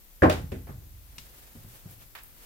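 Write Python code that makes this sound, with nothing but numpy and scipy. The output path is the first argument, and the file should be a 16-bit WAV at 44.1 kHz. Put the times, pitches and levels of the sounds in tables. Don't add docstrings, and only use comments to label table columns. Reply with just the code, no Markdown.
import sys
import numpy as np
from scipy import signal
from scipy.fft import rfft, irfft, next_fast_len
from scipy.io import wavfile
from scipy.ndimage import map_coordinates

SR = 44100
rng = np.random.default_rng(int(sys.argv[2]) if len(sys.argv) > 2 else 0)


def persist_wave(psi):
    counts = np.round(np.clip(psi, -1, 1) * 32767).astype(np.int16)
    wavfile.write(sys.argv[1], SR, np.atleast_2d(counts).T)


N = 108045

# frequency_hz, relative level_db, t60_s
TABLE_MODES = [(127.3, -2, 0.21), (167.4, -11.5, 0.2), (204.2, 1, 0.19), (260.4, 2, 0.31),
               (313.6, -7, 0.22), (382, 6, 0.15), (473.7, 7, 0.11), (505, -5, 0.26), (554.7, -3, 0.24),
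               (630, -17.5, .25), (668.5, 0.5, 0.2), (758, 2.5, 0.26), (848, -6, 0.46), (1061, -2, 0.27)]
LEFT_LEAD_S = .00036


def amp(db):
    return 10 ** (np.asarray(db) / 20)


def unit(x):
    return x / np.sqrt(np.mean(x ** 2) + 1e-20)


def along(points, hz):
    point_hz, values = np.transpose(points)
    return np.interp(np.log(hz + 1), np.log(point_hz + 1), values)


def panned(db):
    return amp(np.array([[.5], [-.5]]) * db)


def filtered(x, response):
    m = next_fast_len(x.shape[-1] + SR // 4)
    spectrum = rfft(x, m) * response(np.fft.rfftfreq(m, 1 / SR))
    return irfft(spectrum, m)[..., :x.shape[-1]]


def noise(colour, size, alike=None, lead_s=0):
    # frequency_hz, likeness (-1 to 1)
    diffuse_alike = [(60, 0.85), (300, 0.79), (600, 0.2), (1200, -0.14), (3000, 0), (12000, -0.099)]
    likeness = diffuse_alike if alike is None else alike

    def mid_side(hz):
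        turn = np.arccos(np.clip(along(likeness, hz), -1, 1)) / 2
        return colour(hz) * np.array([np.cos(turn), np.sin(turn)])

    mid, side = filtered(rng.standard_normal((2, size)), mid_side)
    left = mid + side
    right = np.roll(mid - side, round(lead_s * SR))
    return unit(np.array([left, right]))


def add(out, s, sound):
    part = out[:, round(s * SR):][:, :sound.shape[-1]]
    part += sound[..., :part.shape[-1]]


def burst(colour, rise_s, t60, room_db, lead_s=0):
    # frequency_hz, t60_s
    room_decay = [(60, 2.7), (110, 0.47), (200, 0.34), (500, 0.28), (1500, 0.29), (4000, 0.3),
                  (12000, 0.37)]
    # frequency_hz, likeness (-1 to 1)
    direct_alike = [(300, 0.9), (1500, 0.29), (4000, 0), (12000, 0.069)]
    room_rise_s = 0.0013

    t = np.arange(SR) / SR
    direct = noise(colour, size=SR, alike=direct_alike, lead_s=lead_s)
    direct = direct * amp(-60 * t / t60) * (1 - np.exp(-t / rise_s))

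    hz, frames_s, bands = signal.stft(noise(colour, size=SR), SR, nperseg=512)
    decay = amp(-60 * frames_s / along(room_decay, hz)[:, None])
    tail = signal.istft(bands * decay, SR, nperseg=512)[1][:, :SR]
    room_onset = 1 - np.exp(-t / (room_rise_s + rise_s))
    return direct + amp(room_db) * tail * room_onset


def ring(modes, rise_s, size, scatter_db=1):
    t = np.maximum(np.arange(size) / SR - np.array([[0], [LEFT_LEAD_S]]), 0)
    tones = 0
    for hz, db, t60 in modes:
        level_db = db + rng.normal(0, scatter_db)
        tones = tones + amp(level_db - 60 * t / t60) * np.sin(2 * np.pi * hz * t)
    return tones * (1 - np.exp(-t / rise_s))


def background():
    # frequency_hz, relative level_db
    floor_colour = [(20, -7.5), (30, 5), (45, -6), (60, -7.5), (100, -20), (125, -14.5), (300, -23.5),
                    (1000, -27.5), (4000, -28.5), (9000, -28.5), (12000, -26.5), (14000, -25.5),
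                    (15300, -19.5), (16000, -35.5)]
    # frequency_hz, likeness (-1 to 1)
    floor_alike = [(30, 0), (60, 0.85), (130, .5), (300, 1), (1400, 0)]
    floor_db, hiss_pan_db = -54.5, 1.5
    whine_hz, whine_width_hz, whine_db, whine_pan_db = 12900, 140, -66, 14.5

    floor = noise(lambda hz: amp(along(floor_colour, hz)), size=N, alike=floor_alike)
    floor = filtered(floor, lambda hz: panned(hiss_pan_db * np.minimum(hz / 8000, 2)))
    whine = noise(lambda hz: 1 / (1 + ((hz - whine_hz) / whine_width_hz) ** 2), size=N)
    return amp(floor_db) * floor + amp(whine_db) * panned(whine_pan_db) * whine


def sway():
    # start_s, level_db
    sways = [(0.22, -26), (0.519, -44.5), (.68, -46.5), (.94, -52.5)]
    # frequency_hz, relative level_db, t60_s
    sway_modes = [(53.8, -11.5, 3.4), (70.8, 6.5, 0.36), (76.7, -6, 1.58), (89.5, 8, 0.5)]
    out = np.zeros((2, N))
    for s, db in sways:
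        add(out, s, amp(db) * ring(sway_modes, rise_s=.005, size=2 * SR))
    return out


def boards(hz):
    # frequency_hz, relative level_db
    board_colour = [(25, -55), (50, -42), (85, -11.5), (150, -8), (300, 0), (500, 0.5), (800, -2.5),
                    (1200, -3.5), (1750, -6.5), (2100, -9), (2600, -12.5), (3500, -17), (8000, -14.5),
                    (15000, -8)]
    peak_width_hz, valley_db = 11, -7.5
    peaks = sum(1 / (1 + ((hz - mode[0]) / peak_width_hz) ** 2) for mode in TABLE_MODES)
    bass = 1 / (1 + (hz / 800) ** 4)
    valleys = (1 - np.minimum(peaks, 1) - .5) * bass
    return amp(along(board_colour, hz) + valley_db * valleys)


def landings():
    # start_s, level_db, contact_cutoff_hz, relative boom_db, rise_s, pan_db
    dice_hits = [(0.2209, -21.5, 2050, -4, .0006, 0), (0.2264, -15, 390, -2, 0.00067, 0),
                 (0.2332, -11.5, 1620, -4.5, 0.00071, 0.5), (0.2478, -18, 660, -6.5, 0.00067, -3.5),
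                 (0.2876, -28.5, 886, -14.5, 0.0012, -2), (0.2974, -28, 1800, -31, 0.0012, 4),
                 (.517, -34, 367, 1, 0.0014, 1.5), (.543, -39.5, 365, -3, 0.0019, -1),
                 (0.668, -43.5, 2560, -18, 0.0055, -2.5), (.685, -45.5, 1916, -14, 0.0027, 1),
                 (0.817, -58.5, 500, -1, 0.002, -7)]
    contact_order = 2.27
    table_db = -5.5
    out = np.zeros((2, N))
    for s, db, cut_hz, boom_db, rise_s, pan_db in dice_hits:
        soft = lambda hz: 1 / np.sqrt(1 + (hz / cut_hz) ** (2 * contact_order))
        knock = burst(lambda hz: boards(hz) * soft(hz), rise_s, t60=0.082, room_db=-4, lead_s=LEFT_LEAD_S)
        modes = [(hz, level + 20 * np.log10(soft(hz)), t60) for hz, level, t60 in TABLE_MODES]
        boom = amp(boom_db + table_db) * ring(modes, rise_s + 0.0028, size=SR)
        add(out, s, amp(db) * panned(pan_db) * (knock + boom))
    return out


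def clicks():
    # start_s, level_db, centre_hz, width_octaves, edge_db (before its slopes),
    # t60_s, room_db, pan_db
    contacts = [(.2210, -13.5, 1610, 0.15, -39, 0.016, -13.5, 0.5),
                (0.2311, -18.5, 1707, .22, -40, 0.023, -15, 2.5),
                (.2970, -20, 2100, 0.75, -12, 0.019, -10, 0),
                (0.325, -33.5, 2300, 0.8, -4.5, 0.055, -19, -2),
                (.518, -43.5, 1800, 0.6, -13, 0.06, -4, -2), (1.182, -35.5, 3560, 0.83, -9, 0.035, -14, 5),
                (2.151, -41, 1430, 0.89, -19, 0.052, -3, -3.5),
                (2.186, -47.5, 1400, 1.1, -11.5, 0.061, -28, 4)]
    # frequency_hz, relative level_db, t60_s
    die_modes = [(610, 10.5, 0.11), (2510, -3, 0.061), (2776, -3, 0.055)]
    # frequency_hz, relative level_db, t60_s
    chip_modes = [(980, -3, .03), (2900, 0, .045), (3780, -3, .035), (5700, -4, .035)]
    out = np.zeros((2, N))
    for s, db, centre_hz, width_oct, edge_db, t60, room_db, pan_db in contacts:
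        peak = lambda hz: np.exp(-.5 * (np.log2((hz + 1) / centre_hz) / width_oct) ** 2)
        edge = lambda hz: amp(edge_db) * hz / (hz + 200) / np.hypot(1, hz / 9000)
        click = burst(lambda hz: peak(hz) + edge(hz), .0004, t60, room_db)
        add(out, s, amp(db) * panned(pan_db) * click)
    # start_s, level_db, modes
    for s, db, modes in (.2968, -28.5, die_modes), (1.1828, -40.5, chip_modes):
        add(out, s, amp(db) * ring(modes, rise_s=0.00038, size=SR // 4))
    return out


def thumps():
    # start_s, level_db
    bumps = [(0.694, -35.5), (1.179, -49), (1.551, -41.5), (1.642, -45), (1.855, -41.5)]
    # frequency_hz, relative level_db
    puff_colour = [(30, -26), (75, -9.5), (115, 0.5), (180, -2), (270, -13), (420, -21), (1000, -28),
                   (4000, -48)]
    # frequency_hz, relative level_db, t60_s
    wood_modes = [(102, -4, 0.42), (123, -4, 0.31), (153, -5.5, .18), (226.6, -11.5, 0.25),
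                  (377, -19.5, 0.17)]
    out = np.zeros((2, N))
    for s, db in bumps:
        puff = burst(lambda hz: amp(along(puff_colour, hz)), rise_s=0.0019, t60=.1, room_db=-6.5)
        add(out, s, amp(db) * (ring(wood_modes, rise_s=0.0034, size=SR) + puff))
    return out


def clothes():
    # time_s, level_db (before the flutter)
    rustle_course = [(1.051, -66.5), (1.199, -55), (1.38, -53), (1.55, -57), (1.67, -56.5), (1.75, -51),
                     (1.86, -60.5), (1.93, -51.5), (1.98, -64), (2.02, -52), (2.1, -69.5), (2.349, -59.5),
                     (2.44, -50.5)]
    # frequency_hz, relative level_db
    cloth_colour = [(100, 1), (300, 0.5), (500, 1), (900, -2), (2500, -3.5), (6000, -7.5), (14000, -3.5)]
    swish_s, swish_width_s, swish_db = 1.73, .03, -54

    t = np.arange(N) / SR
    s, db = np.transpose(rustle_course)
    flutter = amp(1.5 * map_coordinates(rng.standard_normal(N // 100), [t * 60]))
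    rustle_gain = amp(np.interp(t, s, db, left=-90))
    rustle = rustle_gain * noise(lambda hz: amp(along(cloth_colour, hz)), size=N)
    swish_gain = amp(swish_db) / (1 + ((t - swish_s) / swish_width_s) ** 2)
    swish = swish_gain * noise(lambda hz: hz / np.hypot(hz, 10000), size=N)
    return flutter * (rustle + panned(2.4) * swish)


def ticks():
    # start_s, level_db
    tick_hits = [(1.910, -37.5), (2.151, -36), (2.234, -35)]
    # frequency_hz, relative level_db
    tick_colour = [(500, -43), (6000, -25), (11000, -3), (15000, 0.5)]
    out = np.zeros((2, N))
    for s, db in tick_hits:
        tick = burst(lambda hz: amp(along(tick_colour, hz)), rise_s=0.00055, t60=0.019, room_db=-14.5)
        add(out, s, amp(db) * panned(4) * tick)
    return out


def scene():
    low_cut_hz = 52
    low_cut = signal.butter(3, low_cut_hz, "high", fs=SR, output="sos")
    knocks = signal.sosfilt(low_cut, landings() + thumps())
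    return background() + sway() + knocks + clicks() + clothes() + ticks()


def record(dry):
    top_hz = 15950
    return filtered(dry, lambda hz: hz < top_hz)


dry = scene()
out = record(dry)
persist_wave(out)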